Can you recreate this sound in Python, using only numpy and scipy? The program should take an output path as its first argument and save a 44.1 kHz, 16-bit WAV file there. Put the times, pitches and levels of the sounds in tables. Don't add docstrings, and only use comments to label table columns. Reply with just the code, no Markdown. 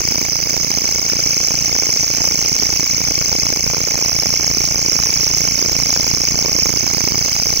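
import sys
import numpy as np
from scipy import signal
from scipy.fft import rfft, irfft
from scipy.io import wavfile
from scipy.ndimage import uniform_filter1d

SR = 44100
rng = np.random.default_rng(int(sys.argv[2]) if len(sys.argv) > 2 else 0)


def file_out(sig):
    cols = np.atleast_2d(sig).T
    lim = np.clip(cols, -1, 1)
    pcm = np.round(lim * 32767).astype(np.int16)
    wavfile.write(sys.argv[1], SR, pcm)


def decibels_to_gain(level_db):
    exponent = np.asarray(level_db, float) / 20
    return 10 ** exponent


N = 335160

STROKES_PER_S = 28.72
# time in seconds, lead in strokes.
BEAT_DRIFT = [(0.0, -0.203), (0.5, -0.287), (0.8, -0.26), (1.2, -0.268), (1.6, -0.348), (2.0, -0.388),
              (2.2, -0.428), (2.4, -0.374), (2.7, -0.34), (3.3, -0.309), (3.9, -0.294), (4.4, -0.34),
              (4.8, -0.35), (5.6, -0.294), (6.15, -0.288), (6.4, -0.243), (7.2, -0.23), (7.6, -0.205)]
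# pitch in Hz, left level in dB, right level in dB, likeness of the two ports (0-1).
FIZZ_COLOUR = [(199, -18, -28, 0), (1520, -34.5, -22, 0), (2558, -12, -13.5, 0.4),
               (3130, -30.5, -16.5, 0.9), (3965, -39, -28, 0.96), (4184, -24.5, -17.5, 0.7),
               (4810, -9, -7.5, 0.8), (5540, -8.5, -2, 0.5), (6020, -5, 0.5, 0.9), (6440, -2.5, -4.5, 0.3),
               (6920, -9.5, -7.5, 1), (8230, -54.5, -52.5, 0.6), (8320, -21.5, -26.5, 0.4),
               (10150, -31, -27, 0), (12650, -34.5, -29, 0.7), (13300, -27, -21, 0.4),
               (14100, -22.5, -19.5, 0.9)]
# place in strokes, length in strokes, change in dB.
PAUSES = [
    (.22, .025, -3),
    (.42, .04, -5),
    (.76, .03, -4),
]
FIZZ_DB = -4.5
# place in strokes, length in strokes,
# tooth rate in Hz, glide in Hz per length, left level in dB, right level in dB.
CHIRPS = [
    (.275, .023, 5450, -180, 9, 10.5),
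    (.335, .018, 5550, 150, 7.5, 10.5),
    (.72, .014, 5500, 0, -3, 3),
    (.812, .019, 5700, 0, 4, 10),
    (.45, .015, 5500, 0, -10, -3),
    (.16, .025, 5600, 0, -5.5, -3),
]
SLACKEN_HZ_PER_S = 35
# place in strokes, length in strokes, centre in Hz, width in Hz,
# left level in dB, right level in dB.
SCRAPES = [(.585, .05, 5800, 900, -1.5, 6), (.66, .022, 6150, 500, -9, 2.5), (.97, .06, 5950, 600, -4, 4),
           (.965, .035, 6300, 600, -1, 8.5), (.92, .04, 5200, 700, -11, 0), (.2, .022, 6400, 600, -7, 0),
           (.34, .02, 6400, 600, -9, 0), (.09, .06, 4550, 800, -6, -6), (.35, .03, 11000, 5000, -17, -17),
           (.21, .025, 11000, 5000, -20, -17), (.03, .085, 14800, 1800, -12, -13),
           (.58, .08, 14900, 1800, -16, -21), (1.0, .05, 10500, 4400, -21, -13),
           (.65, .1, 4500, 800, -18, -11), (.58, .06, 6500, 700, -8, -3)]
# place in strokes, length in strokes,
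# tooth rate in Hz, glide in Hz per length, left level in dB, right level in dB.
RASPS = [
    (1.02, .088, 2250, 120, -26, -28.5),
    (.62, .07, 2200, -40, -33.5, -38),
]
# pitch in Hz, left level in dB, right level in dB.
OVERTONES = [(1910, -8.5, -4.5), (2166, 3.5, 2.5), (2566, -11, 4), (2870, -14, -9), (4370, -35, 2),
             (5327, 20.5, -48.5), (6294, -33, 21), (6845, -26, 3), (6800, -72, -16.5), (8750, -54, -14),
             (12700, -21, -10.5), (12800, -36, -18), (13800, -30, -11), (15600, -29, -3)]
JUMPS = [
    (.915, .03, -.09, .035),
    (.985, .026, .07, .11),
    (1.05, .035, .04, .025),
    (.2, .03, .08, .015),
    (.295, .03, -.085, .04),
    (.29, .035, 0, .065),
    (.815, .022, 0, .05),
    (.12, .04, 0, .014),
    (.6, .2, 0, .006),
]
SNAPS = [
    (.98, .022, .016, .16, .12),
    (1.03, .016, .03, .03, .13),
    (.32, .028, .02, -.06, .16),
]
SNAP_DB = 2
# time in seconds, level in dB.
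OVERDRIVE = [(0.0, -0.5), (0.9, -0.8), (2.3, -0.94), (3.5, .5), (4.1, 0.2), (5.2, 0.9), (6.3, 1.5),
             (7.0, 0.7), (7.6, -0.8)]
# time in seconds, effort in dB, left over right in dB,
# tilt toward the wing's flank in dB, turn of the left port in radians.
POSE = [(0.0, -17, -7, -2, 1), (0.45, -20, -20, 0.5, 1), (1.0, -15.5, -12.5, -2.5, 0.69),
        (1.5, -14, -12.5, -4.5, 0.13), (2.7, -14.5, -15, -4, 0.035), (3.2, -15.5, -12.5, -3, 0.3),
        (3.7, -17, -12.5, -4, -0.093), (4.4, -14.5, -13.5, -4.5, -0.53), (5.4, -13.5, -16, -4.5, -0.37),
        (6.5, -15.5, -13.5, -3, -0.7), (6.62, -13, -17.5, -4, -0.23), (6.9, -18, -19.5, -1.5, 0.77),
        (7.3, -17, -16.5, -0.5, 0.6), (7.6, -16, -13.5, -3.5, -0.081)]
FLUTTER_DB, SWAY_DB, FLUTTER_S = 1.0, 1.5, 0.029
# low edge in Hz, high edge in Hz, left level in dB, right level in dB,
# left change in dB per dB of tilt, right change in dB per dB of tilt.
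FLANK = [
    (4560, 5190, 8.5, -1.5, 1.5, 0.84),
    (12900, 22000, 8, 2, 1.5, -0.3),
]
# pitch in Hz, lead of the left port in radians.
LEFT_LEADS = [(0, 0), (2410, 0.9), (4310, -0.2), (4650, -2.3), (5000, -2.4), (6890, -9.0), (8010, -9.7),
              (9470, -13.3), (10100, -15.7), (11600, -15.7), (12700, -22.6), (13200, -22.2), (14600, -24.9),
              (16400, -28.2)]
TURNED_HZ = [4500, 5900]
# time in seconds, notch centre in Hz, depth (0-1).
SHADOW = [(0.0, 13000, .4), (0.7, 13100, .5), (1.2, 13300, .95), (3.2, 13200, .95), (4.3, 13100, .9),
          (5.0, 13000, 1), (6.55, 13000, 1), (6.7, 12700, .4), (7.6, 12700, .3)]
SHADOW_WIDTH_HZ = 2600
BASS_CUT_HZ = [75, 31]
# pitch in Hz, half a rounding step over the nearby level in dB.
ROUNDING = [(1000, -24), (1700, -14), (2300, -8), (3000, -3), (3850, 3), (4400, -2), (5200, -11),
            (6400, -15), (7000, 0), (7600, 6.5), (8200, 5), (9000, 2.5), (10300, 4), (11500, 1.5),
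            (13300, 1.5), (14300, -6), (15800, -4)]
MOOD_DB = 3.5


def evened(x):
    return x / np.sqrt(np.mean(x ** 2, axis=-1, keepdims=True) + 1e-20)


def cut(order, hz, kind="lowpass"):
    return signal.butter(order, hz, kind, fs=SR, output="sos")


def read(rows, hz):
    f, *columns = np.transpose(rows)
    return np.array([np.interp(np.log(hz + 1), np.log(f + 1), c) for c in columns])


def over_time(rows):
    s, *columns = np.transpose(rows)
    return [np.interp(np.arange(N) / SR, s, c) for c in columns]


def wander(width):
    once = uniform_filter1d(rng.standard_normal(N), int(width))
    return evened(uniform_filter1d(once, int(width)))


def ports(sound, left_db, right_db):
    return np.array([decibels_to_gain(left_db) * sound, decibels_to_gain(right_db) * sound])


def within(place, length, late, uneven_db):
    [lead] = over_time(BEAT_DRIFT)
    strokes = STROKES_PER_S * np.arange(N) / SR + lead - place
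    whole = np.round(strokes)
    chances = rng.standard_normal((int(STROKES_PER_S * N / SR) + 8, 3))
    chance = chances[whole.astype(int) + 4].T
    u = (strokes - whole - late * chance[0]) / length
    force = np.exp(-u ** 2 / 2) * decibels_to_gain(uneven_db * chance[1])
    return u, force, chance[2]


def fizz():
    patches = rng.standard_normal((N // 64 + 5, 129))
    patches = uniform_filter1d(uniform_filter1d(patches, 6, 0), 4, 1)
    patches = evened(patches).T
    z = signal.stft(rng.standard_normal((2, N)), nperseg=256, noverlap=192)[2]
    z = z * decibels_to_gain(3.5 * patches[:, :z.shape[-1]])
    shared, own = rfft(signal.istft(z, nperseg=256, noverlap=192)[1][:, :N])
    left_db, right_db, same = read(FIZZ_COLOUR, np.fft.rfftfreq(N, 1 / SR))
    same = np.clip(same, 0, 1)
    left = same * shared + np.sqrt(1 - same ** 2) * own
    coloured = irfft(np.array([left, shared]) * decibels_to_gain([left_db, right_db]), N)
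    sag_db = np.zeros(N)
    for place, length, db in PAUSES:
        sag_db += db * within(place, length, late=0.0046, uneven_db=2.0)[1]
    return decibels_to_gain(FIZZ_DB + sag_db) * coloured / np.sqrt(np.mean(coloured ** 2))


def chirps():
    out = np.zeros((2, N))
    sunk_hz = SLACKEN_HZ_PER_S * np.arange(N) / SR
    for k, (place, length, hz, glide_hz, left_db, right_db) in enumerate(CHIRPS):
        u, force, chance = within(place, length, late=0.008, uneven_db=1.6)
        pitch = hz * (1 + 0.008 * chance + 0.016 * wander(25)) + glide_hz * np.clip(u, -2, 2)
        if k == 0:
            pitch = pitch - sunk_hz
        tone = np.sqrt(2) * np.cos(2 * np.pi * np.cumsum(pitch) / SR)
        out += ports(force * tone * decibels_to_gain(wander(36)), left_db, right_db)
    return out


def scrapes():
    out = np.zeros((2, N))
    for place, length, hz, width_hz, left_db, right_db in SCRAPES:
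        force = within(place, length, late=0.0041, uneven_db=0.0)[1]
        band = cut(3, [hz - width_hz / 2, hz + width_hz / 2], "bandpass")
        shared, own = evened(signal.sosfilt(band, rng.standard_normal((2, N))))
        out += ports(force * shared, left_db, right_db)
        out[0] += 0.4 * decibels_to_gain(left_db) * force * own
    return out


def rasps():
    out = np.zeros((2, N))
    for place, length, hz, glide_hz, left_db, right_db in RASPS:
        u, force, chance = within(place, length, late=0.01203, uneven_db=1.56)
        pitch = hz * (1 + 0.015 * chance + 0.022 * wander(40)) + glide_hz * np.clip(u, -2, 2)
        turns = np.cumsum(pitch) / SR
        for k in range(1, 8):
            left, right = read(OVERTONES, k * pitch)
            tone = np.sqrt(2) * np.cos(2 * np.pi * k * turns)
            unsteady = decibels_to_gain(1.8 * np.sqrt(k) * wander(21.8))
            out += ports(force * tone * unsteady, left_db + left, right_db + right)
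    return out


def jumps():
    snaps = np.cumsum(rng.random(N) < 1100 / SR)
    values = rng.choice([-1., 1.], N + 1) * rng.uniform(0.6, 1.35, N + 1)
    held = signal.sosfilt(cut(1, 170, "highpass"), values[snaps]) * 1.055
    shift = np.zeros(N)
    for place, length, mean, spread in JUMPS:
        force = within(place, length, late=0.008, uneven_db=2.2)[1]
        shift += force * (decibels_to_gain(-1.5) * mean + decibels_to_gain(5.5) * spread * held)
    for place, length, late, mean, spread in SNAPS:
        u, _, chance = within(place, length, late, 0)
        creep = np.exp(-np.maximum(u, 0) * decibels_to_gain(3 * np.sin(9 * chance)))
        shift += decibels_to_gain(SNAP_DB) * (u > 0) * creep * (mean + spread * chance)
    [drive_db] = over_time(OVERDRIVE)
    return signal.sosfilt(cut(1, 3400), shift * decibels_to_gain(drive_db))


def shadowed(x):
    hz, depth = over_time(SHADOW)
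    turn = np.exp(2j * np.pi * np.cumsum(hz) / SR)
    band = signal.sosfiltfilt(cut(1, SHADOW_WIDTH_HZ / 2), x / turn)
    return x - np.clip(depth, 0, 1) * 2 * (turn * band).real


def scene():
    effort_db, pan_db, tilt_db, turn = over_time(POSE)
    effort_db = effort_db + FLUTTER_DB * wander(FLUTTER_S * SR)
    pan_db = pan_db + SWAY_DB * wander(FLUTTER_S * SR)
    swell = decibels_to_gain([effort_db + (pan_db + 17.5) / 2, effort_db - (pan_db + 13.5) / 2])
    drag = decibels_to_gain(-9.0) * np.sqrt(swell)
    song = drag * (fizz() + decibels_to_gain(-7.5) * scrapes())
    song += swell * decibels_to_gain(-3.0) * chirps()
    song += decibels_to_gain(-0.98) * rasps()
    for low_hz, high_hz, left_db, right_db, left_share, right_share in FLANK:
        band = signal.sosfiltfilt(cut(4, [low_hz, high_hz], "bandpass"), song)
        lift = decibels_to_gain([left_db + left_share * tilt_db, right_db + right_share * tilt_db])
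        song = song + band * (lift - 1)
    lead = np.interp(np.fft.rfftfreq(N, 1 / SR), *np.transpose(LEFT_LEADS))
    song[0] = irfft(rfft(song[0]) * np.exp(1j * lead), N)
    band = signal.sosfiltfilt(cut(2, TURNED_HZ, "bandpass"), song[0])
    song[0] += (signal.hilbert(band) * (np.exp(1j * turn) - 1)).real
    song[0] = shadowed(song[0])
    return song + decibels_to_gain([[-45], [0]]) * jumps()


def rounded(x):
    size, start = 1024, 500
    window = signal.windows.kaiser_bessel_derived(2 * size, 4 * np.pi)
    n, k = np.arange(2 * size)[:, None], np.arange(size)
    waves = np.cos(np.pi / size * (n + 0.5 + size / 2) * (k + 0.5))
    basis = window[:, None] * waves * np.sqrt(2 / size)
    count = N // size + 3
    padding = [(0, 0), (size - start, (count + 1) * size - N - size + start)]
    pair = np.pad([x[0] + x[1], x[0] - x[1]], padding) / 2
    halves = pair.reshape(2, count + 1, size)
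    z = np.concatenate([halves[:, :-1], halves[:, 1:]], axis=2) @ basis
    near = uniform_filter1d(z ** 2, size=33, axis=2)
    near = abs(0.6 * near + 0.4 * near[::-1])
    band = (14 * np.log(k + 1)).astype(int)
    mood = rng.standard_normal((count, band[-1] + 1))
    mood = evened(uniform_filter1d(mood, size=6, axis=0))[:, band]
    step_db = read(ROUNDING, k * SR / 2 / size)[0] + MOOD_DB * mood
    step = 2 * np.sqrt(near + 1e-20) * decibels_to_gain(step_db)
    lapped = (np.round(z / step) * step * (k < 736)) @ basis.T
    out = np.zeros_like(halves)
    out[:, :-1] += lapped[..., :size]
    out[:, 1:] += lapped[..., size:]
    mid, side = out.reshape(2, -1)[:, size - start:][:, :N]
    return np.array([mid + side, mid - side])


def roll_off(x):
    return signal.sosfilt(signal.butter(12, 16810, fs=SR, output="sos"), x)


def record(dry):
    knee, squash = np.array([[0.28], [0.35]]), np.array([[0.36], [0.2]])
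    over = np.maximum(dry - knee, 0)
    bent = dry - squash * signal.sosfiltfilt(cut(2, 8000), over)
    blocked = np.array([signal.sosfiltfilt(cut(2, hz, "highpass"), port)
                        for hz, port in zip(BASS_CUT_HZ, bent)])
    height = uniform_filter1d(abs(signal.hilbert(blocked)), 9) / 0.7
    limited = blocked / np.sqrt(np.sqrt(1 + height ** 4))
    treble_cut = signal.firwin(401, 15800, window=("kaiser", 9), fs=SR)
    edged = signal.oaconvolve(limited, treble_cut[None], "same")
    return roll_off(rounded(edged))


dry = scene()
out = record(dry)
file_out(out)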